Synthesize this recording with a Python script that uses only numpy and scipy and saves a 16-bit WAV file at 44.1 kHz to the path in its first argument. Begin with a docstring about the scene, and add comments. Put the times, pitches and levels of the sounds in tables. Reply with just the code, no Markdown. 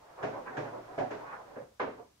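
"""Wet laundry thumps and sloshes in a slowly turning front-loading washing machine.
Each drop slaps down, rattles the tub, rings its panels and makes the cabinet boom.
Between drops the load slides about, over a wash of water that fades away near the end.
A small room with a faint rumble and hiss; stereo microphone close by, the machine a little to the right."""
import sys
import numpy as np
from scipy import signal
from scipy.fft import rfft, irfft, next_fast_len
from scipy.io import wavfile

SR = 44100
rng = np.random.default_rng(int(sys.argv[2]) if len(sys.argv) > 2 else 0)


def generate_wav(signal):
    """Clip the signal to [-1, 1] and save it as 16-bit WAV at the path in sys.argv[1]."""
    frames = np.transpose(np.atleast_2d(signal))
    scaled = np.clip(frames, -1, 1) * 32767
    pcm = np.round(scaled).astype(np.int16)
    wavfile.write(sys.argv[1], SR, pcm)


N = 97020
RING_S = .7  # time allowed for each thump or slosh
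RING_SAMPLES = round(RING_S * SR)


def amp(db):
    """Decibels to gain."""
    return 10 ** (np.asarray(db) / 20)


def unit(x):
    """Scale to rms 1."""
    return x / np.sqrt(np.mean(x ** 2) + 1e-20)


def along(points, hz):
    """Read (freq_hz, value) points on a log axis."""
    freqs, values = np.transpose(points)
    return np.interp(np.log(hz + 1), np.log(freqs + 1), values)


def bell(hz, centre_hz, octaves):
    """A hump of height 1 on a log axis."""
    return np.exp(-.5 * (np.log2((hz + 1) / centre_hz) / octaves) ** 2)


def filtered(x, gain):
    """x times a gain that depends on frequency."""
    size = x.shape[-1]
    padded = next_fast_len(size + 2048)
    return irfft(rfft(x, padded) * gain(np.fft.rfftfreq(padded, 1 / SR)), padded)[..., :size]


def add(out, start_s, x):
    """Mix x into out from start_s."""
    start = max(round(start_s * SR), 0)
    part = out[:, start:start + x.shape[1]]
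    part += x[:, :part.shape[1]]


# Likeness of left and right at the microphone: freq_hz, correlation
STEREO_LIKENESS = [(60, .995), (140, 0.97), (220, 0.99), (330, 0.4), (550, -0.15), (1000, 0.34),
                   (2000, -0.17), (6000, 0.06)]

def stereo_angle(hz):
    """Angle between mid and side: bass reaches both channels alike, the rest is diffuse."""
    return np.arccos(np.clip(along(STEREO_LIKENESS, hz), -1, 1)) / 2


def noise(gain, size):
    """Coloured stereo noise of rms 1."""
    spread = lambda hz: np.array([np.cos(stereo_angle(hz)), np.sin(stereo_angle(hz))])
    mid, side = filtered(rng.standard_normal((2, size)), lambda hz: gain(hz) * spread(hz))
    return unit(np.array([mid + side, mid - side]))


def dense_ring(gain, t60_points):
    """Noise in which each frequency dies at its own speed."""
    hz, t, spectrum = signal.stft(noise(gain, RING_SAMPLES), SR, nperseg=256)
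    decay = amp(-60 * t / along(t60_points, hz)[:, None])
    return signal.istft(spectrum * decay, SR, nperseg=256)[1][:, :RING_SAMPLES]


def ring_modes(modes, t, scatter_db=3):
    """Decaying modes that start near rms 1, a little different at every blow."""
    out = np.zeros((2, len(t)))
    for hz, db, t60 in modes:
        phase = rng.uniform(0, 2 * np.pi) + rng.choice([-1, 1]) * stereo_angle(hz) * np.array([[1], [-1]])
        envelope = amp(db + scatter_db * rng.standard_normal() - 60 * t / t60)
        out += envelope * np.sin(2 * np.pi * hz * t + phase)
    return out / np.sqrt(sum(amp(db) ** 2 for _, db, _ in modes) / 2)


# Room tone around the microphone: freq_hz, relative_db
ROOM_SPECTRUM = [(20, -28.5), (52, 6), (75, 5.5), (120, 2.5), (200, -2.5), (500, -9.5), (1000, -8.5),
                 (2500, -12), (6000, -12), (10000, -18.5), (15500, -22)]

def room_tone(level_db=-68.5):
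    """The still room rumbles and hisses faintly."""
    return amp(level_db) * noise(lambda hz: amp(along(ROOM_SPECTRUM, hz)), N)


# Water in the drum, from close by: freq_hz, relative_db
WATER_SPECTRUM = [(40, -6), (55, -9), (80, -24), (120, 1.5), (200, -9), (600, 4.5), (1500, -4),
                  (3000, -17.5), (6000, -24), (10000, -35), (15000, -36)]
# Its rise and fall: time_s, level_db
WATER_LEVELS = [(0, -61), (.25, -53), (.8, -53.5), (1.2, -53.5), (1.55, -57.5), (1.72, -75), (2.2, -99)]

def water_wash():
    """Water washes round while the drum turns, then fades."""
    level_db = np.interp(np.arange(N) / SR, *np.transpose(WATER_LEVELS))
    return amp(level_db) * noise(lambda hz: amp(along(WATER_SPECTRUM, hz)), N)


# Reverberation of the small room: freq_hz, t60_s
ROOM_DECAY = [(100, 0.29), (600, 0.27), (2000, 0.13), (8000, 0.3)]
# Colour common to all sloshes: freq_hz, relative_db
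SPLASH_SPECTRUM = [(50, -19), (120, 10), (190, 6), (280, 7.5), (600, 5), (1200, 2.5), (1700, 0), (2400, -4),
                   (3000, -16), (6500, -19.5), (10000, -29), (15000, -44)]
# The load sliding in the drum: start_s, length_s, level_db, pitch_hz, width_octaves
LOAD_SLIDES = [(0, 0.052, -60.5, 805, 0.38), (0.036, .13, -60.5, 740, 0.76),
               (0.166, 0.09, -44.5, 810, 0.81), (.305, 0.069, -43.5, 630, 1.2),
               (0.346, 0.05, -40.5, 764, 0.47), (0.392, 0.13, -51, 382, 0.55),
               (0.454, 0.046, -42.5, 1250, 0.68), (0.493, 0.092, -45, 790, 1),
               (.645, 0.044, -41.5, 730, 0.92), (0.71, 0.079, -42, 590, 0.76),
               (0.863, 0.13, -49, 717, 0.71), (1.161, 0.095, -47, 850, 0.66),
               (1.173, 0.064, -56.5, 270, 0.21), (1.241, 0.11, -47, 1370, 0.72),
               (1.314, 0.038, -42, 1050, 0.71), (1.351, .08, -51, 790, 0.72),
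               (1.441, 0.12, -54.5, 564, 0.89), (1.566, 0.064, -46, 530, 0.092),
               (1.601, 0.031, -53.5, 525, 0.72), (1.693, 0.016, -65, 540, 0.13),
               (1.966, 0.04, -47, 680, 0.57), (2.04, .03, -90, 600, 1)]

def sloshes(contacts_per_s=2800, spread_db=4.5, skirt_db=-23):
    """Each slosh is a swell of tiny wet contacts, smeared by the room and coloured by the hollow drum."""
    out, size = np.zeros((2, N)), RING_SAMPLES
    t = np.arange(size) / SR
    fade_in = np.minimum(t / .004, 1)
    for start_s, length_s, level_db, pitch_hz, octaves in LOAD_SLIDES:
        swell = np.sqrt(np.abs(np.sin(np.pi * np.clip(t / length_s, 0, 1))))
        contacts = (rng.random(size) < contacts_per_s / SR) * rng.choice([-1, 1], size)
        strengths = amp(spread_db * rng.standard_normal(size))
        room = dense_ring(np.ones_like, ROOM_DECAY)
        wet = signal.fftconvolve((contacts * strengths * swell)[None], room, axes=1)[:, :size]
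        hollow = lambda hz: bell(hz, pitch_hz, octaves) + amp(skirt_db)
        wet = filtered(wet, lambda hz: amp(along(SPLASH_SPECTRUM, hz)) * hollow(hz))
        add(out, start_s, amp(level_db) * unit(wet) * fade_in * np.sqrt(length_s / RING_S))
    return out


# Dense rattle of the tub: freq_hz, relative_db
TUB_SPECTRUM = [(50, -39), (120, -14.5), (180, -11.5), (240, -1.5), (480, 3), (800, -2), (1300, -9),
                (1650, -9), (2400, -15.5), (3400, -26.5), (4300, -30), (6500, -33.5), (9000, -48.5),
                (15000, -62)]
# Its decay before the load damps it: freq_hz, t60_s
TUB_DECAY = [(100, 0.9), (400, 0.4), (1000, 0.5), (2500, 0.49), (8000, 0.68)]
# Ring of the drum and panels: pitch_hz, relative_db, t60_s
PANEL_MODES = [(275, -1, .55), (380, -5, .45), (425, 2, .5), (497, -2, .45), (536, -2, .5), (588, -2, .5),
               (619, 0, .5), (653, -1, .45), (740, -2, .45), (904, -5, .42), (992, -6, .35),
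               (1182, -7, .35), (1530, -11, .38), (1661, -11, .35)]
# Boom of the cabinet: pitch_hz, relative_db, t60_s
CABINET_MODES = [(86, -31, 0.69), (116.9, -8.5, 0.85), (147.7, -2, 0.33), (186, -14, 0.12)]
# First wet contact: freq_hz, relative_db
SLAP_SPECTRUM = [(100, -34), (500, -21), (1000, -13), (1600, 13), (2400, -6.5), (3400, -7.5), (4500, -24),
                 (6500, -14), (10000, -45)]
# Laundry landing, close to the microphone: start_s, rise_s, level_db, boom_db, slap_db,
# tilt_db_per_octave, treble_limit_hz, hollow_hz, hollow_db, damping_db_per_s
LAUNDRY_DROPS = [(.226, 0.015, -31, -45, -41, 0, 7500, 675, 5, 22),
                 (.274, 0.0031, -49, -57, -64, -3, 5000, 495, 40, 10),
                 (.566, .015, -32.5, -40.5, -41, 0, 9000, 560, 2.5, 9),
                 (0.6, 0.0062, -47.5, -53.5, -58, -1.5, 5000, 370, 2, 7),
                 (.975, 0.013, -28.5, -43.5, -61, 0.07, 8500, 663, 10, 43),
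                 (1.004, 0.0032, -33, -45, -58, -3, 8000, 778, 11.5, 50),
                 (1.106, 0.0084, -37, -63, -48, 0.5, 8500, 320, 0.5, 28),
                 (1.555, .017, -42, -56.5, -55, -0.5, 2500, 495, 2, 59),
                 (1.796, 0.0069, -30.5, -63, -38, 1.37, 4300, 1090, 6, 26),
                 (1.812, 0.0095, -41.5, -51.5, -45, -6.5, 4060, 266, 6, 15),
                 (1.875, 0.0041, -36.5, -70, -58.5, -4, 2980, 490, 19, 164)]

def thumps(panel_db=-3, slap_t60_s=.21):
    """Soft loads slap down, press on over a few milliseconds and shake tub, panels and cabinet."""
    out, t = np.zeros((2, N)), np.arange(RING_SAMPLES) / SR
    for (start_s, rise_s, level_db, boom_db, slap_db,
         tilt, limit_hz, hollow_hz, hollow_db, damping) in LAUNDRY_DROPS:
        hump_db = lambda hz: hollow_db * bell(hz, hollow_hz, octaves=.23)
        colour_db = lambda hz: tilt * np.log2((hz + 100) / 700) + hump_db(hz)
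        muffle = lambda hz: 1 / np.sqrt(1 + (hz / limit_hz) ** 6)
        rattle = dense_ring(lambda hz: amp(along(TUB_SPECTRUM, hz) + colour_db(hz)) * muffle(hz), TUB_DECAY)
        panels = ring_modes([(hz, db + colour_db(hz), t60) for hz, db, t60 in PANEL_MODES], t)
        boom = ring_modes(CABINET_MODES, t)
        blow = amp(level_db) * (rattle + amp(panel_db) * panels) + amp(boom_db) * boom
        blow *= np.minimum(t / rise_s, 1) * amp(-damping * t)  # the load damps the ring
        slap = noise(lambda hz: amp(along(SLAP_SPECTRUM, hz)) * muffle(hz), len(t))
        slap *= np.minimum(t / (.33 * rise_s), 1) * amp(-60 * t / slap_t60_s)
        add(out, start_s, blow + amp(slap_db) * slap)
    return out


# The machine's lean, added on the right and taken from the left: freq_hz, lean_db
RIGHT_LEAN = [(120, -0.5), (300, 0.36), (550, 0.5), (1100, 1.84), (2500, 0.3), (6000, 1.3)]

def scene():
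    """Thumps and sloshes sit slightly right of the microphone, over water and room tone."""
    sides = np.array([[-1], [1]])
    laundry = filtered(thumps() + sloshes(), lambda hz: amp(along(RIGHT_LEAN, hz) * sides))
    return laundry + water_wash() + room_tone()


def record(dry):
    """The recorder keeps nothing above 15700 Hz."""
    return filtered(dry, lambda hz: hz < 15700)


dry = scene()
out = record(dry)
generate_wav(out)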